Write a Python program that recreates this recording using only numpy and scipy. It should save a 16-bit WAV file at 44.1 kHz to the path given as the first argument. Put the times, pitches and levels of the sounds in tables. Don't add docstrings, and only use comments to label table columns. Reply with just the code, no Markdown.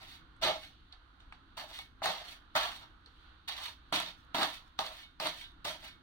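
import sys
import numpy as np
from scipy import signal
from scipy.fft import rfft, irfft, next_fast_len
from scipy.io import wavfile
from scipy.ndimage import uniform_filter1d

SR = 44100
rng = np.random.default_rng(int(sys.argv[2]) if len(sys.argv) > 2 else 0)


def boost(x):
    u = np.asarray(x, float) / 20
    return 10 ** u


def wav_out(sig):
    wavfile.write(sys.argv[1], SR, np.round(np.clip(np.atleast_2d(sig).T, -1, 1) * 32767).astype(np.int16))


N = 265790
T = np.arange(N) / SR
HZ = np.fft.rfftfreq(next_fast_len(N + 8192), 1 / SR)
STEP = 16
TOP_HZ = 15750

# (frequency [Hz], density [dB per Hz])
RUMBLE_SPECTRUM = [(35, -35), (60, -10), (92, -8.5), (129, -13.5), (162, -16), (220, -19), (264, -15.5),
                   (316, -16), (520, -40), (680, -55), (1140, -120)]
HUM_SPECTRUM = [(420, -19), (480, -10.5), (563, -17), (700, -12), (910, -8.5), (1450, 0.5), (1650, -3),
                (2500, -9.5), (3000, -5), (3800, -4.5), (4500, -8.5), (5000, -27.5), (6300, -35),
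                (6900, -46)]
# (time [s], level above mean [dB])
SURGES = [
    (.45, 7),
    (.95, 6.5),
    (1.29, 5),
    (1.78, 4.5),
    (3.3, 3),
    (4.8, 3),
    (5.55, 5),
]
RUMBLE_DB, DEEP_DB, SURGE_S = -64.5, -64, 0.082
HUM_DB, HUM_LOW_DB, HUM_HIGH_DB = -64, 0.5, -4
BREEZE_S, BREEZE_DB, BREEZE_LENGTH_S = 3.21, 6, 0.12

# (time [s], mould hollow [dB], board [dB], grit [dB], fine sand [dB])
STROKES = [(0., -9, -15, -0.5, -12), (.41, 7.5, -5.5, -1, -14), (1.57, 1, -25, -2, -10),
           (2.01, 0.5, -11.5, 0.5, -10), (2.54, -5, -25.5, -3, -12.5), (3.47, -5.5, -23, 2, -9.5),
           (3.92, -2.5, -1.5, 5.5, -4.5), (4.34, -5, -8, -4.5, -14), (4.78, 3.5, -11, -1, -9),
           (5.19, 6.5, -3.5, 2.5, -7), (5.64, 2, -5.5, 1, -6.5)]
FLEX_DB = [1, 3, 7, 9.5, -8, 15, 2.5, -11, 4, 2.5, 6]
# (centre [Hz], level [dB])
PACKED = [(880, 5), (690, 9), (694, -1), (730, 8.5), (1300, 1.5), (1000, 0.5), (940, 6), (880, 1),
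          (846, -9), (915, 3), (836, -9)]
PACKED_RATIO = 1.243
# (time [s], pressure [dB], attack [s], hold [s], easing [dB/s])
PRESSES = [(0, -56, 0.00067, 0.035, 280), (0.411, -32.5, 0.024, 0.033, 233),
           (1.568, -42, 0.001, 0.0063, 203), (1.686, -57, 0.022, 0.012, 250),
           (2.02, -38, 0.021, 0.051, 141), (2.24, -59, 0.022, 0.018, 178),
           (2.548, -28.5, 0.018, 0.0045, 313), (2.608, -39, 0.034, 0.017, 200),
           (2.799, -56, 0.026, 0.0056, 394), (3.475, -45, 0.0052, 0.022, 190),
           (3.56, -52.5, 0.015, 0.095, 500), (3.924, -39, 0.002, 0.01, 134),
           (3.975, -63, 0.015, 0.0047, 216), (4.345, -34.5, 0.005, 0.053, 201),
           (4.388, -34, 0.034, .012, 326), (4.455, -54, 0.0089, 0.016, 197),
           (4.789, -43.5, .002, 0.018, 165), (4.844, -47, 0.013, .01, 253),
           (5.197, -45.5, .003, 0.051, 200), (5.23, -43, 0.022, 0.012, 240),
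           (5.643, -43.5, 0.0041, 0.034, 201), (5.812, -54.5, 0.032, .005, 404)]
# (time of fastest slide [s], grit [dB], swell [s], hold [s], blade ring [dB re grit])
DRAGS = [(0.122, -56, 0.16, 0.024, -17), (0.637, -55, 0.19, 0.025, -25), (1.763, -52, 0.14, 0.042, -8),
         (2.286, -54, 0.1, .04, -20), (2.741, -54.5, 0.24, .03, -18), (3.64, -48, 0.11, 0.045, -24),
         (4.086, -80, .12, 0.022, -24), (4.53, -48.5, 0.27, 0.017, -29), (4.984, -57.5, 0.29, 0.033, -8),
         (5.394, -51.5, 0.1, .025, -20), (5.862, -55, 0.07, 0.014, -1)]
# (time [s], grit [dB], fading [dB/s])
BRUSHES = [
    (0.919, -61.5, 450),
    (1.195, -64.5, 300),
    (1.321, -62.5, 350),
    (3.058, -65.5, 300),
]
# (time [s], peak [dB], treble share [dB], bass share [dB])
KNOCKS = [(0.422, -33, -7, -28), (1.574, -29.5, -38, -14), (1.713, -38, -11, -20), (1.789, -32, -2.5, -22),
          (4.806, -25, -10, -36), (2.019, -20.5, -24, -18), (2.042, -22.5, -10, -30),
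          (2.058, -15.5, -7, -33), (2.553, -13, -17, -46), (2.562, -18, -5, -39), (2.659, -50, -5, -26),
          (3.489, -31.5, 1.5, -36), (3.585, -33.5, -10, -30), (3.925, -14.5, -11, -10),
          (4.001, -23, -1.5, -8), (4.346, -15.5, -11.5, -5), (4.375, -29, -7, -25),
          (4.431, -13.5, -9.5, -38), (4.79, -12.5, -11.5, -47), (4.864, -27.5, -7, -37),
          (5.2, -20.5, -9.5, -23), (5.27, -24.5, 3, -24), (5.651, -26.5, 2.5, -30), (5.709, -42, 8.5, -28)]
# (time [s], peak [dB])
PINGS = [
    (0.6294, -45),
    (1.7863, -42),
    (2.3094, -54),
    (2.8294, -50.5),
    (4.9894, -49),
    (5.0294, -46.5),
    (5.4094, -41.5),
    (5.4394, -44),
    (5.8406, -63),
    (5.8794, -50.5),
]
# (time [s], peak [dB], centre [Hz], bright edge [dB])
TICKS = [
    (0.365, -57, 1520, -4),
    (0.925, -37, 3850, -19),
    (0.938, -47, 1400, -22),
    (1.203, -44, 3330, -14.5),
    (1.324, -33.5, 1300, -22),
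    (1.349, -57, 1280, -36),
    (3.06, -40, 4230, -18),
    (3.07, -42, 470, -40),
]

# (frequency [Hz], level [dB], T60 [s])
BOARD_MODES = [(186, -11.5, 0.063), (302.5, 5, 0.039)]
MOULD_MODES = [(526, -6.5, 0.1), (629.7, 6, 0.072), (734, -3.5, 0.071), (883, -4, 0.047)]
HEAP_MODES = [(807, 2.5, 0.036), (923, 0.5, 0.035), (1096, -4.5, 0.024), (1102, -3.5, 0.1),
              (1320, -6.5, 0.0073), (1434, -5.5, 0.024)]
BLADE_MODES = [(1572, -5, .25), (1785, -3, .25), (2200, -1, .22), (2400, -8, .2), (2950, -4, .2),
               (3230, -8, .15), (3480, -5, .2), (3660, 0, .3), (3920, -6, .18), (4290, -8, .15),
               (4800, -9, .15), (5500, -5, .2)]

# (frequency [Hz], gain [dB])
LEFT_PORT = [(500, -1), (1800, 2.5), (2500, -0.5), (3300, 1), (3800, 1), (4600, -7), (6300, -9.5),
             (7300, -15), (8300, -11), (10100, -12.5), (10600, -20.5), (12700, -25.5), (14200, -17),
             (15400, -13)]
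RIGHT_PORT = [(500, -1), (1400, 5), (1600, 1.5), (2700, 2), (3000, 7.5), (4550, 6.5), (5050, -5),
              (6200, -6.5), (7200, -23), (9000, -30.5), (11000, -15.5), (13000, -23.5), (15000, -42),
              (15900, -43)]

TOUCH_CURVE, SWELL_CURVE = 2.3, 2.1
GRIT_EASE, FINE_EASE, BOARD_EASE = 0.89, 1, 1
PRESS_RING_DB, PRESS_RING_EASE = -14, 1.3
DRAG_LOAD_DB, DRAG_HOLLOW_DB, DRAG_FINE_DB = -9, -26, -7.5
DRAG_OFF_DB_S, FINE_OFF_DB_S = 312, 380
LIFT_DB_S = 247
BRUSH_ATTACK_S, BRUSH_LOAD_DB, BRUSH_FINE_DB, BRUSH_RING_DB = 0.0027, -2, -18, -17
GROUND_T60_S, GROUND_DB = 0.025, 5
YARD_T60_S, YARD_DB = 0.2, 0


def unit(x):
    return x / np.sqrt(np.mean(x ** 2))


def band(x, lo_hz, hi_hz, order=2):
    edges_hz = [lo_hz, min(hi_hz, 0.48 * SR)]
    return signal.sosfilt(signal.butter(order, edges_hz, "bandpass", fs=SR, output="sos"), x)


def colour(x, points):
    hz, db = np.transpose(points)
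    gain = boost(np.interp(np.log(HZ + 1), np.log(hz), db))
    return irfft(rfft(x, 2 * len(HZ) - 2) * gain)[..., :N]


def walk(rate_hz):
    hold = int(SR / rate_hz)
    levels = np.repeat(rng.standard_normal(N // hold + 1), hold)
    return 1.73 * uniform_filter1d(uniform_filter1d(levels, hold), hold)[:N]


def rumble():
    mid, side = rng.standard_normal((2, N))
    opposed = side * np.array([[1], [-1]])
    low = unit(colour(mid + 0.31 * opposed, RUMBLE_SPECTRUM)) * boost(RUMBLE_DB + 1.27 * walk(4.44))
    surge_db = sum(db * np.exp(-((T - s) / SURGE_S) ** 2) for s, db in SURGES)
    deep = unit(band(mid + 0.033 * opposed, 16.3, 62)) * boost(DEEP_DB + surge_db)
    return low + deep


def far_hum():
    hum = unit(colour(rng.standard_normal((2, N)), HUM_SPECTRUM))
    high_db = HUM_HIGH_DB + BREEZE_DB * np.exp(-((T - BREEZE_S) / BREEZE_LENGTH_S) ** 2)
    low_db = HUM_LOW_DB + 1.45 * walk(7.7) + np.array([[-3], [4]])
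    under = band(hum, 300, 1500, order=3) * boost(low_db)
    over = band(hum, 2600, 10000, order=3) * boost(high_db + 1.3 * walk(10) + np.array([[-2], [1]]))
    air = band(rng.standard_normal((2, N)), 5000, 17000, order=3)
    top = np.array([colour(air[0], LEFT_PORT), colour(air[1], RIGHT_PORT)]) * boost(high_db - 5)
    return boost(HUM_DB) * (under + over + top)


def contact(s, db, attack_s, hold_s, off_db_s, curve):
    t = T[::STEP] - s
    rise = np.clip(t / attack_s, 0, 1) ** curve
    fall_db = (t - attack_s - hold_s).clip(0, 1) * off_db_s
    return rise * boost(2 * (db - fall_db))


def hand():
    t = T[::STEP]
    power = np.zeros((7, len(t)))
    lands = np.array(STROKES)
    leaves_s = [s + hold_s for s, _, _, hold_s, _ in DRAGS]

    for s, db, attack_s, hold_s, ease_db_s in PRESSES:
        k = np.sum(lands[:, 0] <= s + 0.003) - 1
        _, hollow_db, board_db, grit_db, fine_db = lands[k]
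        lift_s = max(leaves_s[k], s + attack_s + hold_s)
        lift = boost(-2 * LIFT_DB_S * (t - lift_s).clip(0, 1))
        shares = [(0, 1), (hollow_db, 1),
                  (board_db + FLEX_DB[k] / 2, BOARD_EASE), (board_db - FLEX_DB[k] / 2, BOARD_EASE),
                  (grit_db, GRIT_EASE), (fine_db, FINE_EASE), (PRESS_RING_DB, PRESS_RING_EASE)]
        for layer, (share_db, follow) in enumerate(shares):
            touch = contact(s, db + share_db, attack_s, hold_s, ease_db_s * follow, TOUCH_CURVE)
            power[layer] += lift * touch

    drag_db = [DRAG_LOAD_DB, DRAG_HOLLOW_DB, 0]
    for (s, db, swell_s, hold_s, ring_db), lands_s in zip(DRAGS, lands[:, 0]):
        down = t >= lands_s
        slide = down * contact(s - swell_s, db, swell_s, hold_s, DRAG_OFF_DB_S, SWELL_CURVE)
        power[[0, 1, 4, 6]] += boost(2 * np.array(drag_db + [ring_db]))[:, None] * slide
        fine = contact(s - swell_s, db + DRAG_FINE_DB, swell_s, hold_s, FINE_OFF_DB_S, SWELL_CURVE)
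        power[5] += down * fine

    brush_db = np.array([[BRUSH_LOAD_DB], [0], [BRUSH_FINE_DB], [BRUSH_RING_DB]])
    for s, db, fade_db_s in BRUSHES:
        brush = contact(s, db, BRUSH_ATTACK_S, 0, fade_db_s, TOUCH_CURVE)
        power[[0, 4, 5, 6]] += boost(2 * brush_db) * brush
    return [np.interp(T, t, drive) for drive in np.sqrt(power)]


def crunch(rate_hz, spread_db, slip_db):
    signs = (rng.random(N) < rate_hz / SR) * rng.choice([-1, 1], N)
    grains = signs * boost(spread_db * np.minimum(rng.exponential(size=N), 4))
    return unit(grains * boost(slip_db * walk(90)))


def blows(times_s, gains, push_s, firm=0):
    out, n = np.zeros(N), np.arange(400)
    bursts = (firm + rng.standard_normal((len(times_s), 400))) * np.exp(-n / (push_s * SR))
    for s, gain, burst in zip(times_s, gains, bursts):
        out[int(s * SR) + n] += gain * burst / np.sqrt(np.sum(burst ** 2))
    return out


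def ring(force, modes):
    out = 0
    for k, (hz, db, t60_s) in enumerate(modes):
        r = np.exp(-np.log(1000) / (t60_s * SR))
        w = 2 * np.pi * hz / SR
        gain = (-1) ** k * boost(db) * np.sin(w) * 2 * np.sqrt(1 - r)
        out = out + signal.lfilter([gain], [1, -2 * r * np.cos(w), r * r], force)
    return out / np.sqrt(np.sum(boost(np.array(modes)[:, 1]) ** 2))


def packed(push):
    edges = (np.array([row[0] for row in STROKES] + [N / SR]) * SR).astype(int)
    parts = []
    for a, b, (hz, db) in zip(edges, edges[1:], PACKED):
        parts.append(boost(db) * band(push[a:b], hz / PACKED_RATIO, hz * PACKED_RATIO))
    return np.concatenate(parts + [np.zeros(N - edges[-1])])


def heap(push):
    return boost(-2.5) * ring(push, HEAP_MODES) + boost(7) * band(push, 549, 2000, order=3) + packed(push)


def board(wide_force, tight_force):
    wide = boost(-13.5) * ring(wide_force, BOARD_MODES[:1])
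    tight = boost(-8) * ring(tight_force, BOARD_MODES[1:])
    return band(wide + tight, 148, 960)


def trowel():
    press, hollow, wide, tight, grit, fine, steel = hand()
    s, peak_db, treble_db, bass_db = np.transpose(KNOCKS)
    ping_s, ping_db = np.transpose(PINGS)
    coarse, sand = crunch(1500, 2.5, 1.5), crunch(4500, 3.3, 1.56)

    knock = blows(s, boost(peak_db + 3), 0.00016, firm=3)
    scratch_hit = blows(s, boost(peak_db + treble_db + 10.5), 0.00048)
    bump = blows(s, boost(peak_db + bass_db - 5.5), 0.0007, firm=2.5)
    fine_hit = blows(s, boost(peak_db + treble_db + 2), 0.00053)
    ping = blows(ping_s, boost(ping_db + 20), 0.0021)

    scratch = grit * (0.5 * coarse + 1.082 * sand) + scratch_hit
    rasp = boost(7.5) * band(scratch, 1690, 8390) + boost(-18) * ring(scratch, BLADE_MODES)
    hiss = boost(20) * band(fine * sand + fine_hit, 5800, 19500)
    scrape = heap(press * coarse + knock) + rasp + hiss

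    mould = boost(-6) * ring(hollow * coarse + 0.3 * knock, MOULD_MODES)
    blade = ring(steel * sand + ping, BLADE_MODES)
    return scrape, mould + board(wide * coarse + bump, tight * coarse + bump) + blade


def even(echo):
    spectrum = rfft(np.pad(echo, ((0, 0), (256, 0))))
    power = uniform_filter1d(np.abs(spectrum) ** 2, size=50)
    return irfft(spectrum / np.sqrt(power))


def yard(x, steady):
    t = T[:SR // 4]
    ground = boost(GROUND_DB) * np.exp(-t * np.log(1000) / GROUND_T60_S) / np.sqrt(GROUND_T60_S)
    walls = boost(YARD_DB) * np.exp(-t * np.log(1000) / YARD_T60_S) / np.sqrt(YARD_T60_S)
    walls = walls * np.clip(t / 0.018, 0, 1)
    decay = (ground + walls) * np.sqrt(2 * np.log(1000) / SR)

    share = boost(8 * np.array([walk(70) for _ in range(6)]))
    share /= np.sqrt(np.sum(share ** 2, axis=0))
    lowpass = signal.butter(2, 1400, fs=SR, output="sos")
    out = 0
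    for place, part in enumerate(share * x):
        noise = rng.standard_normal((3, len(t)))
        alike = signal.sosfilt(lowpass, noise[0] - noise[1:])
        echo = band(noise[1:] + alike, 263, 15700) * decay
        echo[0, 0] += 1
        echo[1, 4 + place] += 1
        source = (part + 0.08 * steady)[None]
        out = out + signal.oaconvolve(source, even(echo), axes=1)[:, 256:N + 256]
    return out * boost(-0.46) + np.array([steady, np.roll(steady, 7)])


def ticks():
    out = 0
    for s, db, hz, top_db in TICKS:
        tap = blows([s], [boost(db + 20.5)], 0.0019)
        ratio = 1.15 if hz > 2500 or hz < 600 else 1.55
        out = out + band(tap, hz / ratio, hz * ratio) + boost(top_db + 7.5) * band(tap, 7100, 9800)
    return out


def scene():
    scrape, bodies = trowel()
    taps = ticks()
    near = yard(scrape + 0.6 * taps, bodies + 0.62 * taps)
    tool = np.array([colour(near[0], LEFT_PORT), colour(near[1], RIGHT_PORT)])
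    return tool + rumble() + far_hum()


def roll_off(x):
    return signal.sosfilt(signal.butter(12, 16990, fs=SR, output="sos"), x)


def record(dry):
    cut = signal.sosfilt(signal.ellip(8, 0.2, 70, TOP_HZ, fs=SR, output="sos"), dry)
    return roll_off(cut)


dry = scene()
out = record(dry)
wav_out(out)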